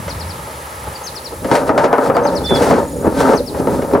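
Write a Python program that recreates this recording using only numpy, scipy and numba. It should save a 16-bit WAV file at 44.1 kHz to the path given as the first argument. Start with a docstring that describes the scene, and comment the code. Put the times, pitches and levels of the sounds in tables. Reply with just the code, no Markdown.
"""Rocks tumble from a metal bucket into a wheelbarrow, close by and outdoors.
Their impacts excite the damped modes of the bucket; then they slide out in three pushes, driving
the wall by stick-slip friction while grit hisses under them. Birds chirp, whistle and trill in
frequency-modulated tones, an insect pulses, and air stirs at the microphone.
The recorder's limiter ducks after the hard knocks."""
import sys
import numpy as np
from scipy import signal
from scipy.fft import rfft, irfft
from scipy.io import wavfile
from scipy.ndimage import uniform_filter1d, minimum_filter1d
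from numba import njit

SR = 44100
rng = np.random.default_rng(int(sys.argv[2]) if len(sys.argv) > 2 else 0)


def master_out(mix):
    """Clip the mix to full scale and print it as 16-bit PCM to the path in sys.argv[1]."""
    frames = np.transpose(np.atleast_2d(mix))
    ceiling = np.clip(frames, -1, 1)
    pcm = np.round(ceiling * 32767).astype(np.int16)
    wavfile.write(sys.argv[1], SR, pcm)


N = 176400
TIME = np.arange(N) / SR


def undb(db):
    """Amplitude ratio of a level in decibels."""
    return 10 ** (np.asarray(db) / 20)


def unit(x):
    """Normalisation to rms 1."""
    return x / np.sqrt(np.mean(x ** 2) + 1e-18)


def shape(x, gain):
    """Linear filtering: the spectrum is multiplied by gain(f)."""
    n = x.shape[-1]
    return irfft(rfft(x) * gain(np.maximum(np.fft.rfftfreq(n, 1 / SR), 1)), n)


def curve(f, points):
    """Interpolation of (f/Hz, value) points over log frequency."""
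    hz, values = np.array(points, float).T
    return np.interp(np.log(f), np.log(hz), values)


def colour(x, points):
    """Zero-phase filtering by (f/Hz, gain/dB) points."""
    return shape(x, lambda f: undb(curve(f, points)))


def walk(rate):
    """Smoothed Gaussian noise, drawn `rate` times a second."""
    k = int(SR / rate)
    steps = np.repeat(rng.standard_normal(N // k + 1), k)
    return 0.84 * uniform_filter1d(uniform_filter1d(steps, k), k)[:N]


def catches(rate, spread_db):
    """Shot noise, as in stick-slip: random impulses whose levels spread exponentially."""
    size = undb(spread_db * np.minimum(rng.exponential(size=N), 4))
    return (rng.random(N) < rate / SR) * size * np.sign(rng.standard_normal(N))


def tone(hz):
    """A sinusoid of rms 1 whose phase is the integral of frequency."""
    return np.sqrt(2) * np.sin(2 * np.pi * np.cumsum(hz) / SR)


def add(out, start, sound):
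    """Superposition of a sound from `start` seconds on."""
    i = max(int(start * SR), 0)
    out[i:i + len(sound)] += sound[:max(N - i, 0)]


def pan(db):
    """Intensity stereo: gains for a left-minus-right level difference."""
    return undb(np.array([[db], [-db]]) / 2)


def widen(mid, side, side_gains):
    """Mid-side stereo: a filtered side signal is added left and subtracted right, at constant power."""
    side = colour(side, side_gains)
    return (mid + side * np.array([[1], [-1]])) / np.sqrt(1 + np.var(side) / np.var(mid))


# spectra of the open-air wash and of the rumble of air and handling: f/Hz, level/dB
WASH_SPECTRUM = [(150, -36), (250, -8.5), (576, 2.5), (734, -6), (844, 4), (1130, -6), (1300, -2),
                 (1470, -14), (1660, -7.5), (2700, -14), (4550, -16), (6330, -18), (9450, -18),
                 (10900, -17.5), (11800, -22.5), (15100, -21), (15900, -26)]
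RUMBLE_SPECTRUM = [(20, -30), (40, -21), (68, 2.5), (110, -3), (180, -8), (320, -19.5), (700, -54)]
# the wash thins in the middle range once the microphone nears the barrow: f/Hz, gain/dB
NEAR_GAIN = [(200, 12), (1000, -7), (2800, -8), (5000, -3.5), (9000, -0.5)]
# rumble envelope, in two consecutive spans: t/s, level/dB
RUMBLE_ENVELOPE = [
    [(0.0, -25.5), (0.706, -38), (0.9, -30), (0.96, -40.5), (1.158, -35.5), (1.174, -43), (1.45, -28)],
    [(1.45, -35), (1.82, -35), (1.92, -57), (2.07, -36), (2.59, -26.5), (3.96, -32.5), (4.0, -41)],
]
# side relative to mid for wash and rustle: f/Hz, gain/dB
AIR_WIDTH = [(60, -19), (110, -18), (200, -10), (380, -61), (700, -10.5), (1290, 3.5), (2380, -7),
             (4400, -11.5), (8120, -2.5), (15000, -3)]


def air(low_cut_hz=170, near_s=1.29, crossfade_s=0.65):
    """Filtered noise: an outdoor wash, a faint early rustle and an uneven rumble at the microphone."""
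    near = np.clip((TIME - near_s) / crossfade_s + .5, 0, 1)
    rustle_spectrum = [(100, -29), (300, 5), (600, -0.5), (2200, -3.5), (3200, -40), (12000, -37)]
    wash, rumble, rustle = [], [], []
    for _ in ("mid", "side"):
        noise = colour(rng.standard_normal(N), WASH_SPECTRUM)
        far = unit(shape(noise, lambda f: 1 / (1 + (low_cut_hz / f) ** 3)))
        wash.append((1 - near) * far + near * colour(far, NEAR_GAIN))
        rumble.append(unit(colour(rng.standard_normal(N), RUMBLE_SPECTRUM)))
        ticks = colour(catches(rate=900, spread_db=4.5), rustle_spectrum)
        rustle.append(unit(ticks * undb(2.2 * walk(14))))
    times, rumble_db = np.vstack(RUMBLE_ENVELOPE).T
    return (undb(-30.5) * widen(*wash, AIR_WIDTH)
            + undb(-41) * (1 - near) * widen(*rustle, AIR_WIDTH)
            + undb(np.interp(TIME, times, rumble_db)) * widen(*rumble, [(40, -28), (150, -50)]))


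def insects(pulse_hz=22):
    """Amplitude-modulated narrow-band noise: one bush-cricket pulses over the steady hiss of others."""
    def band(hz, width_hz):
        noise = rng.standard_normal((2, N))
        return unit(shape(noise, lambda f: 1 / (1 + (2 * (f - hz) / width_hz) ** 4)))

    pulse = unit(np.sin(np.pi * pulse_hz * TIME + 0.44 * walk(5.3)) ** 4) * undb(4.5 * walk(2.08))
    cricket = undb(-46) * pulse * band(hz=10990, width_hz=260) * pan(-3)
    return cricket + undb(-44) * band(hz=10820, width_hz=1300)


# modes of the loaded bucket: f/Hz, level/dB, T60/s
BUCKET_MODES = [(192, -12.5, 0.087), (266.5, -5, 0.094), (308, -11, 0.12), (404.8, -4, .11),
                (462.2, 0, 0.09), (544.8, -2.5, 0.13), (592, -9.5, 0.091), (684, -5.5, 0.046),
                (833, -1, 0.074), (931.4, -5.5, 0.13), (1176, -12, 0.064), (1289, -3, 0.056),
                (1376, -21, 0.18), (1492, -17.5, 0.17), (1819, -17, .1)]


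def bucket_ring(t, scatter_db=4.5, detune=0.02):
    """Modal superposition: each contact point weights and loads the damped modes differently."""
    hz, db, t60 = np.array(BUCKET_MODES).T[:, :, None]
    weight, load, polarity = rng.standard_normal((3, len(BUCKET_MODES), 1))
    amplitude = np.sign(polarity) * undb(db + scatter_db * weight - 60 * t / t60)
    return np.sum(amplitude * np.sin(2 * np.pi * hz * (1 + detune * load) * t), axis=0)


def split(x, crossover_hz=398):
    """A crossover separates the thump range from the ring range."""
    return [signal.sosfilt(signal.butter(3, crossover_hz, kind, fs=SR, output="sos"), x)
            for kind in ("low", "high")]


# spectra of the stones' dull clatter and of the crack of stone on stone: f/Hz, level/dB
STONE_SPECTRUM = [(25, -45), (60, -38), (130, -9), (260, -5.5), (650, -0.5), (1000, -3.5), (1500, -15),
                  (2100, -22), (3000, -35), (6000, -62.5)]
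CRACK_SPECTRUM = [(600, -23), (1500, 7.5), (2400, 0.5), (3500, -7.5), (5000, -6), (10000, -15.5),
                  (16000, -31)]
# blows on bucket and rock: t/s, ring level/dB, thump level/dB, crack level/dB, struck spot f/Hz
IMPACTS = [(0.08, -21, -46, -22.5, 567), (0.473, -27.5, -44, -47, 596), (0.872, -25.5, -33, -44, 613),
           (1.012, -27, -44, -49, 965), (1.324, -29.5, -24.5, -44, 365), (1.445, -20.5, -13, -22, 460),
           (1.514, -8.5, -6, -11.5, 920), (1.553, -5.5, -23, -9, 930), (1.693, 3.5, -1.5, -12, 634),
           (1.778, 2.5, -15, -4.5, 590), (1.841, 3.5, -2, -5.5, 628), (1.929, 1.5, -13, -15, 698),
           (1.983, -4.5, -10, -27, 594), (2.099, -2, -16, -43, 549), (2.151, -7, -15, -34, 540),
           (2.168, 2.5, -10, -14, 685), (2.253, -4, -9, -30, 542), (2.508, -14, -7.5, -30, 437),
           (2.621, -9, -11.5, -18, 491), (2.71, -6, -5, -13, 410), (2.738, -16, -4.5, -14, 420),
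           (3.045, -17.5, -12, -39, 590), (3.068, -15, -4, -30, 520), (3.205, -7, -14, -20, 562),
           (3.291, -8.5, -2.5, -28, 402), (3.334, -5.5, -4, -18, 498), (3.547, -19, -22, -39, 476),
           (3.596, -25, -12, -32, 436), (3.672, -13, -14, -44, 917), (3.819, -24, -15, -24.5, 438),
           (3.911, -21, -26, -35, 590), (3.934, -13.5, -6.5, -23, 453), (3.951, -2.5, -1.5, -23, 608)]


def knocks(spot_t60=0.085, clatter_t60=0.16, thump_t60=0.079, crack_t60=0.12, thump_rise_s=0.0043):
    """Impact and free decay: each blow rings the bucket, thumps its load and cracks stone on stone."""
    def strike(x):  # the first 1/60 s gets the power of a unit-amplitude sine
        return x / np.sqrt(2 * np.mean(x[:SR // 60] ** 2))

    t, out = TIME[:SR // 4], np.zeros(N)
    for start, ring_db, thump_db, crack_db, spot_hz in IMPACTS:
        wall_low, wall_high = split(bucket_ring(t))
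        dull, clatter = split(colour(rng.standard_normal(len(t)), STONE_SPECTRUM))
        spot = np.sin(2 * np.pi * spot_hz * t) * undb(5.5 - 60 * t / spot_t60)
        ring = spot + strike(wall_high) + strike(clatter * undb(-60 * t / clatter_t60))
        thump = strike(wall_low) + strike(dull * undb(-60 * t / thump_t60))
        thump *= 1 - np.exp(-t / thump_rise_s)
        crack = colour(rng.standard_normal(len(t)), CRACK_SPECTRUM)
        crack = shape(crack, lambda f: 1 / np.hypot(1, f / 6000)) * undb(-60 * t / crack_t60)
        body = undb(ring_db) * strike(ring) + undb(thump_db) * strike(thump)
        add(out, start, body + undb(crack_db) * strike(crack) / 2)
    return out


# falling chirps: t/s, top f/Hz, level/dB, hold before the fall/s
FALLING_CHIRPS = [(0.095, 6100, -32.5, 0.0036), (0.2, 5620, -34, .003), (0.296, 5560, -36, 0.0053),
                  (1.061, 6350, -30, 0.023), (1.157, 5730, -32, 0.0033), (1.25, 5620, -31.5, .005),
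                  (2.26, 6230, -29, 0.023), (2.357, 5810, -27.5, 0.0044), (2.45, 5640, -29.5, .005),
                  (2.546, 5470, -29, .003), (3.365, 6200, -28, 0.0095), (3.467, 5520, -32.5, 0.0046)]
# soft notes before two of the runs: t/s, level/dB
LEAD_IN_NOTES = [(0.943, -34), (2.14, -34)]


def chirps(fall_s=0.04, bend_s=0.014, bend_hz=4590, end_hz=3430, lead_in_s=0.039, echo_t60=0.27):
    """Frequency sweeps: a bird's notes hold their top and plunge; the trees scatter a faint echo."""
    out, held = np.zeros(N), undb(-5)
    for start, top_hz, db, hold in FALLING_CHIRPS:
        t = np.arange(-hold - .003, fall_s, 1 / SR)
        sweep = np.interp(t, [.001, bend_s, fall_s], [top_hz, bend_hz, end_hz])
        hz = uniform_filter1d(sweep, SR // 200) * (1 + 0.016 * walk(460)[:len(t)])
        envelope = np.interp(t, [t[0], t[0] + 0.0044, 0, fall_s / 3, fall_s], [0, held, held, 1.2, 0])
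        add(out, start + t[0], undb(db) * envelope * (tone(hz) + undb(-18) * tone(2 * hz)))
    n = int(lead_in_s * SR)
    for start, db in LEAD_IN_NOTES:
        add(out, start, undb(db) * np.hanning(n) * tone(np.linspace(4960, 4250, n)))
    t = TIME[:SR // 2]
    trees = unit(rng.standard_normal((2, len(t))) * undb(-60 * t / echo_t60)) / np.sqrt(len(t))
    echo = signal.fftconvolve(out[None], trees, axes=1)[:, :N]
    return out * pan(7) + undb(-5.5) * echo


# envelopes as the rocks shift, then slide three times: t/s, relative bass, middle and grit level/dB
SHIFT_ENVELOPE = [(1.42, -34.5, -41, -63), (1.556, -20.5, -12, -28.5), (1.656, -22, -21.5, -47),
                  (1.682, -24, -23, -35.5), (1.708, -12, -18, -58), (1.848, -19.5, -7.5, -34),
                  (1.854, -16, -12, -59), (2.006, -29, -16, -45), (2.074, -18.5, -15, -35),
                  (2.116, -18.5, -29, -64), (2.17, -26, -15.5, -39), (2.182, -13, -7, -41.5),
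                  (2.47, -26.5, -32, -46.5)]
SLIDE_ENVELOPES = [
    [(2.47, -45, -37, -50), (2.5, -20, -24, -37), (2.522, -10, -16, -49), (2.56, -15, -15.5, -33.5),
     (2.614, -14, -12, -36), (2.622, -14, -14.5, -29), (2.746, -11.5, -7.5, -36), (2.8, -9, -10, -36.5),
     (2.876, -25.5, -29, -52), (2.93, -26.5, -42, -50)],
    [(2.93, -25, -51, -58), (2.95, -21.5, -42, -70), (3.018, -20.5, -28.5, -68), (3.078, -19, -12.5, -50),
     (3.118, -18.5, -26, -48), (3.216, -12.5, -13.5, -28), (3.262, -11.5, -9.5, -38),
     (3.342, -18, -6.5, -36), (3.412, -15.5, -31, -54), (3.46, -28, -55, -57)],
    [(3.46, -32, -50, -62), (3.474, -27.5, -44, -66), (3.604, -18.5, -22, -40), (3.62, -19.5, -24, -64),
     (3.744, -14.5, -21.5, -40.5), (3.888, -24.5, -24.5, -65), (3.948, -11, -18, -48),
     (3.956, -15, -26, -64), (3.964, -16, -5, -42), (4.0, -7, -17, -49)],
]
# spectrum of the grit between the stones: f/Hz, level/dB
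GRIT_SPECTRUM = [(700, -33), (1800, 10.5), (2400, 2), (3200, -0.5), (4600, 2), (7000, -2), (10000, -2.5),
                 (12000, -12), (16000, -14)]


def scraping(rock_count=4, catches_per_s=650, spread_db=3, shift_boost_db=4):
    """Stick-slip friction: rocks catch and slip on the bucket wall, crushing grit beneath them."""
    def steady(x):  # running rms held at 1
        return x / np.sqrt(uniform_filter1d(x ** 2, SR // 12) + 1e-12)

    shift = np.array(SHIFT_ENVELOPE) + [0, shift_boost_db, shift_boost_db, 0]
    times, *levels = np.vstack([shift, *SLIDE_ENVELOPES]).T
    bass, middle, hiss = (undb(np.interp(TIME, times, db, left=-90)) for db in levels)
    wall = np.zeros(N)
    for _ in range(rock_count):
        force = catches(catches_per_s / rock_count, spread_db)
        wall += signal.fftconvolve(force, bucket_ring(TIME[:SR // 4], detune=0.047))[:N]
    stones = colour(catches(catches_per_s, spread_db), STONE_SPECTRUM)
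    low, high = map(steady, split(unit(wall) + undb(-5) * unit(stones)))
    grit = unit(colour(catches(rate=7000, spread_db=0), GRIT_SPECTRUM)) * undb(2 * walk(60))
    return undb(-1) * bass * low + undb(-2.5) * middle * high + undb(5.5) * hiss * grit


# single resonances of the wall: t/s, duration/s, f/Hz, level/dB
WALL_GROANS = [(2.203, 0.23, 560, -18), (2.48, .1, 435.4, -14.5), (2.679, 0.12, 264.3, -12),
               (3.251, 0.12, 401, -20), (3.7, 0.13, 252.5, -18)]


def groans(wander_hz=35):
    """Friction-driven resonance: the wall hums hollowly while a heavy rock drags over it."""
    out = np.zeros(N)
    for start, length, hz, db in WALL_GROANS:
        n = int(length * SR)
        hum = tone(hz + wander_hz * walk(149.4)[:n]) * undb(3.9 * walk(90)[:n])
        add(out, start, undb(db) * np.hanning(n) * hum)
    return out


# side relative to mid, and left minus right: f/Hz, level/dB
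ROCK_WIDTH = [(80, -10), (300, -15), (550, -27), (750, -17.5), (1300, -8), (2200, -11.5), (6000, -12.5),
              (12000, -10)]
ROCK_LEVEL_DIFFERENCE = [(300, 0), (650, 0), (850, 4), (1100, -1.8), (1350, 9.5), (1650, 2), (5000, -1),
                         (10000, -0.5)]
# lead of the left channel: f/Hz, phase/rad
ROCK_PHASE_LEAD = [(100, 1), (250, 0.1), (550, 0.27), (700, 0.71), (1200, 0.59), (1550, 0), (2000, 0.12),
                   (9000, 0.44)]


def rocks():
    """Level and phase differences between the channels place the rocks a little to the left."""
    def lean(f):
        return undb(curve(f, ROCK_LEVEL_DIFFERENCE) / 2) * np.exp(1j * curve(f, ROCK_PHASE_LEAD) / 2)

    mid = knocks() + scraping() + groans()
    side = knocks() + scraping()  # fresh random draws decorrelate it from the mid
    left, right = widen(mid, side, ROCK_WIDTH)
    return np.array([shape(left, lean), shape(right, lambda f: 1 / lean(f))])


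# contour of a second bird's note: t/s, f/Hz, level/dB
WHISTLE_CONTOUR = [(2.44, 3470, -33), (2.458, 3523, -25.5), (2.502, 3504, -22), (2.576, 3397, -26),
                   (2.59, 3400, -32)]


def whistle(fade_s=0.0074):
    """A nearly pure tone: one whistled note whose frequency sags at its end."""
    times, hz, db = np.array(WHISTLE_CONTOUR).T
    envelope = undb(np.interp(TIME, times, db, left=-120, right=-120))
    pitch = np.interp(TIME, times, hz) * (1 + 0.0013 * walk(80))
    return uniform_filter1d(envelope, int(fade_s * SR)) * tone(pitch) * pan(-5)


# notes of one trill figure: offset t/s, start f/Hz, end f/Hz, duration/s, level/dB
TRILL_FIGURE = [(0, 6900, 6820, .028, -38), (-.003, 9300, 9200, .026, -41), (-.021, 7900, 10200, .011, -40),
                (-.016, 8150, 8200, .012, -41)]


def trill(start_s=2.782, period_s=0.0437, repeats=7, edge_db=-5):
    """Periodic repetition: a figure of thin, high glides recurs quickly, swelling and fading."""
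    out = np.zeros(N)
    for k, edge in enumerate(np.linspace(-1, 1, repeats)):
        for offset, from_hz, to_hz, length, db in TRILL_FIGURE:
            n = int(length * SR)
            glide = tone(np.linspace(from_hz, to_hz, n) + 20 * walk(660)[:n])
            envelope = undb(db + edge_db * edge ** 2) * np.hanning(n)
            add(out, start_s + k * period_s + offset, envelope * glide)
    return out


def scene():
    """Superposition of the sources: rocks in front, wildlife and air around."""
    return rocks() + chirps() + whistle() + trill() + insects() + air()


@njit
def follow(peak, fall):
    """Peak detection: instant rise, exponential release towards 1."""
    out, envelope = np.empty(len(peak)), 1.
    for i in range(len(peak)):
        envelope = max(peak[i], 1 + (envelope - 1) * fall)
        out[i] = envelope
    return out


def record(dry, low_cut_hz=38, limit_db=0.5, release_s=0.081, lookahead_s=0.0026, top_hz=15900):
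    """Band and peak limiting: a low cut, a look-ahead limiter, then the recorder's treble cut-off."""
    dry = signal.sosfilt(signal.butter(3, low_cut_hz, "high", fs=SR, output="sos"), dry)
    peak = np.abs(dry).max(axis=0) / undb(limit_db)
    gain = 1 / follow(peak, np.exp(-1 / (release_s * SR)))
    n = int(lookahead_s * SR)
    gain = uniform_filter1d(minimum_filter1d(gain, n), n)
    return signal.sosfilt(signal.ellip(10, .1, 80, top_hz, fs=SR, output="sos"), dry * gain)


dry = scene()
out = record(dry)
master_out(out)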